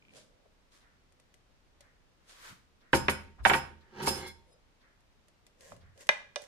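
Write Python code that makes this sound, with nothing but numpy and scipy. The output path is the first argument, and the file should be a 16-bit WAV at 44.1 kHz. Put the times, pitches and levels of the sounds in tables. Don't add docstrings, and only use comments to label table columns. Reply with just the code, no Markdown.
import sys
import numpy as np
from scipy import signal
from scipy.fft import rfft, irfft, next_fast_len
from scipy.io import wavfile
from scipy.ndimage import uniform_filter1d

SR = 44100
rng = np.random.default_rng(int(sys.argv[2]) if len(sys.argv) > 2 else 0)


def master_out(mix):
    frames = np.transpose(np.atleast_2d(mix))
    ceiling = np.clip(frames, -1, 1)
    pcm = np.round(ceiling * 32767).astype(np.int16)
    wavfile.write(sys.argv[1], SR, pcm)


N = 285327
TIME_S = np.arange(N) / SR

# freq_hz, side_over_mid_db
WIDTH = [(50, -3), (300, -5), (700, -2), (1200, 0), (4000, 0.5)]
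# freq_hz, level_db
HUSH_SPECTRUM = [(12, -34), (20, 0), (202, -15.5), (232, -15), (342, -18), (427, -18.5), (519, -18),
                 (649, -21.5), (1040, -23), (2610, -28), (3350, -29.5), (5690, -33.5), (7110, -37.5),
                 (15500, -50.5)]
CLOTH_HISS_SPECTRUM = [(180, -26), (300, -10), (550, -5.5), (991, -17), (1250, -18.5), (2690, -10),
                       (3330, -6), (7420, -11), (10800, -16), (15000, -53)]
CLOTH_HOLLOW_SPECTRUM = [(500, -28), (950, -3.5), (1400, -0.5), (1900, -2), (3000, -11), (6000, -21.5)]
PASTE_SPECTRUM = [(120, -59), (200, -23), (287, -48), (570, 3.5), (708, -31), (1040, -5), (1240, -24),
                  (1690, -5), (2600, -16), (2850, -13.5), (4010, -16), (7020, -11), (15000, -29.5)]
DRAG_SPECTRUM = [(50, -6), (150, 1.5), (220, 1), (360, 5.5), (600, 3.5), (950, 4), (1500, -0.5),
                 (2300, -1.5), (4000, -1), (10000, 1.5)]

# centre_hz, level_db, t60_s
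ROOM_BANDS = [(70, 6, 0.7), (246.8, -3.5, 0.67), (800, 3.5, 0.36), (2020, -1.5, 0.4), (5000, 0.5, 0.39),
              (9100, 0.5, 0.32), (14000, -0.5, 0.27)]
TICK_BANDS = [(389, -10, .3), (1000, -8, 0.24), (1740, -8.5, 0.6), (2560, -14.5, 0.25), (3700, 5, 0.069),
              (6980, -18, 0.069)]
SNAP_BANDS = [(200, -6.5, 0.17), (580, 5.5, 0.12), (980, -11, 0.015), (2000, 1, 0.028), (5300, 0, 0.039),
              (8800, 0.5, 0.034), (14000, -28, .01)]
JAR_BANDS = [(151, -36, .04), (530, 17, 0.051), (1200, 14, 0.024), (3500, -1.5, 0.033), (7260, -7.5, 0.012),
             (10400, -20.5, 0.028), (13800, -45, .014)]
BOWL_BANDS = [(500, -24.5, .03), (2500, 1, .04), (4002, 6, 0.017), (6330, -4, 0.089), (8380, -3, 0.04),
              (9700, -1, 0.087), (12000, -11, 0.058), (13800, -14.5, 0.052), (14830, -27, .03)]
BOARD_BANDS = [(100, 0.5, 0.2), (400, -5, .08), (987, -1, .07), (2500, -5, 0.064), (3880, -6, .035),
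               (7000, -17.5, 0.013), (13000, -32.5, 0.026)]

# pitch_hz, level_db, t60_s
CREAK_MODES = [(2390, 8, 0.01), (3050, -2, 0.008)]
JAR_MODES = [(571.6, 7.5, 0.082), (593.5, 1.5, 0.11), (722, -19, 0.083), (1104, 7, 0.01), (1628, -4, 0.082),
             (1686, -4, 0.057), (1998, 9.5, 0.055), (2077, -9, 0.23), (2421, 5, 0.054),
             (2895, -11.5, 0.077), (3663, -6.5, 0.045), (3830, -37, 0.041), (5030, -36, 0.031),
             (5770, -8, 0.024)]
SPOON_MODES = [(3817, 3.5, 0.07), (5070, 5, 0.086), (6460, -8, 0.083), (7760, -9, .09), (9820, -1, 0.095),
               (11200, -14, 0.079), (13205, -18, .08)]
RIM_MODES = [(1140, -14, 0.067), (1596, -4, 0.06), (1860, -9, .05), (2160, 2.5, 0.055), (3400, -9, 0.099),
             (3420, 0, 0.025), (4130, -1.5, 0.03)]
BOWL_MODES = [(2170, -9, 0.14), (3440, -5.5, 0.098), (4090, -11, 0.09), (5220, -3, 0.18), (5320, 0, 0.051),
              (6964, -6.5, 0.15), (7430, -5, 0.12), (9120, -3.5, .11), (9900, -6.5, 0.077),
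              (10150, -5, 0.1), (10700, -8.5, 0.048), (11430, -10, 0.07), (12100, -8.5, .11),
              (13170, -15.5, .11), (13330, -15.5, .08), (13970, -11.5, .1)]
SINK_MODES = [(49.88, 0.5, 0.079), (78.3, -5, 0.46), (110, -10.5, 0.033), (145.8, -4, 0.33),
              (186, -26.5, 0.95), (208, 1, 0.2), (253.8, -11, 0.34), (324, 0, 0.15), (362, -3.5, 0.21),
              (916, -17, 0.76)]
BOARD_MODES = [(331.6, 0.5, 0.086), (394, 5, 0.047), (529, -7, 0.2), (590, -5.5, 0.058),
               (789.6, 2.5, 0.096), (925.7, 6, 0.11), (1130, -10, .04), (1320, -1.5, 0.046),
               (1455, -11.5, 0.3), (1566, 8.5, 0.029), (1680, -7, 0.051), (1896, -5.5, 0.039),
               (1925, -1.5, 0.081), (2204, -3, 0.1), (2293, -3, 0.1), (2980, -2, 0.033)]

# peak_s, hold_s, rise_s, hiss_db, hollow_db
SLEEVES = [(0.166, 0.012, 0.052, -56, -65.5), (0.722, 0.05, 0.014, -66.5, -69),
           (2.295, 0.018, 0.033, -58.5, -65.5), (2.455, 0.039, 0.15, -55, -52)]
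# peak_s, level_db, sigma_s
GRIPS = [(0.165, -59, 0.022), (0.33, -74.5, 0.14), (0.46, -54, 0.0035), (4.524, -67, 0.034),
         (5.687, -61, 0.059), (5.987, -64, 0.02)]
# peak_s, level_db, centre_hz, sigma_s
BUMPS = [(0.16, -67.5, 200, 0.093), (1.838, -78, 86.4, 0.039), (2.521, -56.5, 151, 0.019),
         (3.402, -55.5, 1050, 0.011), (3.44, -38, 53.7, 0.022), (5.743, -55, 123, 0.024),
         (5.819, -61, 82, 0.088), (6.099, -49.5, 170, 0.0055)]
# peak_s, hold_s, level_db
SCRAPES = [(5.625, 0.1, -59.5), (6.012, 0.0077, -54.5), (6.424, 0.015, -59.5)]
# start_s, level_db, pan_db
SNAPS = [(1.123, -71, 4), (1.199, -65, 0), (1.341, -61.5, 4), (1.807, -58, 3), (5.006, -75, 1),
         (5.283, -66, 3), (5.466, -60.5, 2), (5.608, -58.5, 4), (5.764, -65, 2), (5.9764, -62, -1),
         (6.008, -56.5, 4), (6.017, -68, 5), (6.069, -55, -1), (6.419, -54, -6)]
# start_s, thump_db, body_db, crack_db, tick_db, pan_db
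JAR_KNOCKS = [(5.7190, -46.5, -49, -57, -66, -2), (6.09, -29, -25, -15, -24, -0.5),
              (6.3589, -35, -38.5, -34.5, -33, -6.5)]
# peak_s, level_db, sigma_s
RATTLES = [(2.954, -31, 0.011), (3.1, -33, 0.0058), (3.474, -34.5, 0.015), (3.548, -40, 0.022),
           (4.033, -41.5, 0.0075), (4.08, -29.5, 0.012), (4.14, -44.5, 0.048), (4.275, -47, 0.0075)]
# start_s, thump_db, body_db, crack_db, spot_hz, spot_db, pan_db
BOARD_KNOCKS = [(2.9314, -25.5, -27.5, -18.5, 1447, 4.5, -1), (2.9348, -21, -19.5, -31.5, 360, 8.5, 5.5),
                (3.0830, -27.5, -24.5, -20, 2250, 5.5, -0.5), (3.4510, -31, -25, -18, 1550, -2.5, -6.5),
                (3.456, -33.5, -14, -18, 790, 15, -2.5), (3.4976, -35, -32, -20, 1812, -1, -4),
                (3.5045, -42.5, -23.5, -30.5, 800, 4.5, -4.5), (3.5120, -29.5, -22, -28, 820, 12, -5.5),
                (3.5340, -39, -32.5, -22, 1740, 2, -2), (3.5400, -34, -30.5, -28, 1076, 1.5, -6.5),
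                (3.5479, -33.5, -24, -29.5, 900, 11, -1), (4.0719, -29, -24, -33, 871, 2, -2)]


def amp(db):
    return 10 ** (np.asarray(db) / 20)


def unit_rms(x):
    return x / np.sqrt(np.mean(x ** 2) + 1e-30)


def unit_hit(x):
    return unit_rms(x) * np.sqrt(SR / 100 / x.shape[-1])


def panned(x, pan_db):
    return x * amp([[pan_db / 2], [-pan_db / 2]])


def add(mix, start_s, sound):
    part = mix[:, round(start_s * SR):][:, :sound.shape[1]]
    part += sound[:, :part.shape[1]]


def coloured(x, spectrum):
    size = next_fast_len(x.shape[-1] + 8192)
    hz, db = np.transpose(spectrum)
    gain = amp(np.interp(np.log(np.fft.rfftfreq(size, 1 / SR) + 1), np.log(hz + 1), db))
    return irfft(rfft(x, size) * gain, size)[..., :x.shape[-1]]


def bandpass(x, edges_hz, order):
    return signal.sosfilt(signal.butter(order, edges_hz, "band", fs=SR, output="sos"), x)


def narrowed(x, centre_hz, log_width):
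    return unit_rms(bandpass(x, centre_hz * np.exp([-log_width, log_width]), order=2))


def convolved(x, response):
    return signal.fftconvolve(np.atleast_2d(x), response, axes=1)[:, :N]


def noise(size):
    mid, side = rng.standard_normal((2, size))
    side = coloured(side, WIDTH)
    return np.array([mid + side, mid - side])


def dense_ring(bands, size=8192):
    t = np.arange(size) / SR
    spectrum = rfft(noise(size))
    log_hz = np.log(np.fft.rfftfreq(size, 1 / SR) + 1)
    log_centres = np.log([band[0] for band in bands])
    out = 0
    for weights, (_, db, t60_s) in zip(np.eye(len(bands)), bands):
        band = irfft(spectrum * np.interp(log_hz, log_centres, weights))
        out += band * amp(db - 60 * t / t60_s)
    return unit_hit(out)


def ring(modes, size=16384, attack_s=0.00013):
    t = np.arange(size) / SR
    out = 0
    for (hz, db, t60_s), (start, skew) in zip(modes, rng.uniform(-1.01, 1, (len(modes), 2))):
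        phase = np.pi * start + np.array([[1], [-1]]) * skew * min((hz / 1300) ** 2, 1.4)
        out += amp(db - 60 * t / t60_s) * np.sin(2 * np.pi * hz * t + phase)
    return unit_hit(out * (1 - np.exp(-t / attack_s)))


def grains(rate_per_s, spread_db):
    train = np.zeros(N)
    hits = np.flatnonzero(rng.random(N) < rate_per_s / SR)
    train[hits] = amp(spread_db * rng.standard_normal(N)[hits])
    train[hits] *= np.sign(rng.random(N)[hits] - 0.5)
    power = abs(uniform_filter1d(train ** 2, size=500))
    return train / np.sqrt(power + 1e-6)


def swell(peak_s, level_db, sigma_s):
    return amp(level_db) * np.exp(-0.5 * np.minimum(((TIME_S - peak_s) / sigma_s) ** 2, 200))


def stroke(peak_s, hold_s, level_db, rise_s, fall_s, sag_db_per_s=0):
    t = TIME_S - peak_s
    decades_down = np.maximum(-t, 0) / rise_s + np.maximum(t - hold_s, 0) / fall_s
    return amp(level_db - 20 * np.minimum(decades_down, 10) - sag_db_per_s * np.clip(t, 0, hold_s))


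def rubbed(pressure, body, rate_per_s):
    slips = pressure * grains(rate_per_s, spread_db=2.5)
    return convolved(slips, body * np.sqrt(2) / np.linalg.norm(body))


def struck(response, levels_db, edges_hz, pan_db):
    out = 0
    for db, band_hz, pan_share in zip(levels_db, zip(edges_hz, edges_hz[1:]), [0.55, 0.24, 1, 0.93]):
        band = unit_hit(bandpass(response, band_hz, order=3))
        out += panned(amp(db) * band, pan_db * pan_share)
    return out


def hush(level_db=-67):
    return amp(level_db) * unit_rms(coloured(noise(N), HUSH_SPECTRUM))


def kitchen_reverb(x, gap_s=0.0009, build_s=0.0035):
    tail = dense_ring(ROOM_BANDS, size=32768)
    tail *= 1 - np.exp(-np.maximum(TIME_S[:tail.shape[1]] - gap_s, 0) / build_s)
    return convolved(x, tail / np.linalg.norm(tail[0]))


def far_tick(first_s=0.8, level_db=-58, rise_s=0.03):
    out = np.zeros((2, N))
    for second in range(6):
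        tick = dense_ring(TICK_BANDS, size=16384)
        onset = (1 - np.exp(-TIME_S[:tick.shape[1]] / rise_s)) ** 2
        add(out, first_s + second, amp(level_db) * unit_hit(tick * onset))
    return out


def sleeves():
    fibres = unit_rms(coloured(noise(N) * grains(9000, spread_db=-4), CLOTH_HISS_SPECTRUM))
    hollow = unit_rms(coloured(noise(N), CLOTH_HOLLOW_SPECTRUM))
    out = 0
    for peak_s, hold_s, rise_s, hiss_db, hollow_db in SLEEVES:
        speed = stroke(peak_s, hold_s, 0, rise_s, fall_s=0.093)
        out += speed * (amp(hiss_db) * fibres + amp(hollow_db) * hollow)
    return out


def hands(jar_hum_hz=525):
    skin = noise(N)
    out = sum(swell(*grip) for grip in GRIPS) * narrowed(skin, jar_hum_hz, log_width=0.15)
    for peak_s, level_db, centre_hz, sigma_s in BUMPS:
        out += swell(peak_s, level_db, sigma_s) * narrowed(skin, centre_hz, log_width=0.38)
    return out


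def finger_creak():
    pressure = stroke(peak_s=0, hold_s=0.14, level_db=-65.5, rise_s=0.01, fall_s=0.033)
    return rubbed(pressure, ring(CREAK_MODES, size=2048), rate_per_s=55)


def wet_snaps(wall_db=-7):
    out = np.zeros((2, N))
    wall = amp(wall_db) * ring(JAR_MODES, size=8192)
    for start_s, level_db, pan_db in SNAPS:
        add(out, start_s, panned(amp(level_db) * (dense_ring(SNAP_BANDS) + wall), pan_db))
    return out


def paste_scrapes(gain_db=0.5):
    squelch = unit_rms(coloured(noise(N) * grains(4300, spread_db=-2), PASTE_SPECTRUM))
    pressure = sum(stroke(*scrape, rise_s=0.045, fall_s=0.066) for scrape in SCRAPES)
    return amp(gain_db) * squelch * pressure


def jar_knocks(dense_db=-5):
    out = np.zeros((2, N))
    for start_s, *levels_db, pan_db in JAR_KNOCKS:
        wall = ring(JAR_MODES, size=8192) + amp(dense_db) * dense_ring(JAR_BANDS)
        add(out, start_s, struck(wall, levels_db, [400, 680, 1400, 3100, 10500], pan_db))
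    return out


def spoon_lift():
    neck = stroke(peak_s=4.218, hold_s=0.082, level_db=-50, rise_s=0.064, fall_s=0.017)
    tip = stroke(peak_s=4.53, hold_s=0, level_db=-66, rise_s=0.068, fall_s=0.02)
    rim = rubbed(neck, ring(RIM_MODES), rate_per_s=1560)
    return rim + rubbed(tip, ring(SPOON_MODES), rate_per_s=4400)


def bowl_drag(sink_db=-1, dense_db=-2):
    body = amp(sink_db) * ring(SINK_MODES, size=36000)
    add(body, 0, ring(BOARD_MODES, size=8192) + amp(dense_db) * dense_ring(BOARD_BANDS))
    pressure = stroke(peak_s=4.006, hold_s=0.26, level_db=-36.5,
                      rise_s=0.077, fall_s=0.022, sag_db_per_s=35)
    return panned(rubbed(pressure, coloured(body, DRAG_SPECTRUM), rate_per_s=2000), pan_db=-2)


def spoon_rattle(dense_db=1):
    shake = sum(swell(*burst) for burst in RATTLES)
    contacts = [ring(BOWL_MODES) + amp(dense_db) * dense_ring(BOWL_BANDS, size=16384)
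                for _ in ("tip", "neck")]
    chatter = sum(rubbed(shake, china, rate_per_s=650) for china in contacts)
    return panned(chatter / np.sqrt(2), pan_db=-3)


def board_knocks(dense_db=1, load_detune=0.012, boom_over_thump_db=-4, tick_over_crack_db=-17.5):
    out = np.zeros((2, N))
    boom = ring(SINK_MODES, size=32000)
    tunings = 1 + load_detune * rng.uniform(-1, 1, (len(BOARD_KNOCKS), len(BOARD_MODES)))
    for knock, ratios in zip(BOARD_KNOCKS, tunings):
        start_s, thump_db, body_db, crack_db, spot_hz, spot_db, pan_db = knock
        modes = [(hz * ratio, db, t60_s) for (hz, db, t60_s), ratio in zip(BOARD_MODES, ratios)]
        wood = ring(modes, size=8192) + amp(dense_db) * dense_ring(BOARD_BANDS)
        wood += (amp(spot_db) - 1) * signal.lfilter(*signal.iirpeak(spot_hz, Q=4, fs=SR), wood)
        levels_db = [thump_db, body_db, crack_db, crack_db + tick_over_crack_db]
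        add(out, start_s, struck(wood, levels_db, [130, 620, 1200, 3100, 9500], pan_db))
        add(out, start_s + 0.002, amp(thump_db + boom_over_thump_db) * boom)
    return out


def scene():
    board = board_knocks() + bowl_drag()
    china = spoon_rattle() + spoon_lift()
    jar = jar_knocks() + wet_snaps() + paste_scrapes()
    handling = sleeves() + hands() + finger_creak()
    reverb = kitchen_reverb(amp(-10.5) * board + amp(-10) * china + amp(-12) * jar + amp(-10) * handling)
    return board + china + jar + handling + reverb + hush() + far_tick()


def record(dry, cutoff_hz=15200):
    taps = signal.firwin(255, cutoff_hz, window=("kaiser", 8), fs=SR)
    return signal.oaconvolve(dry, taps[None], "same")


dry = scene()
out = record(dry)
master_out(out)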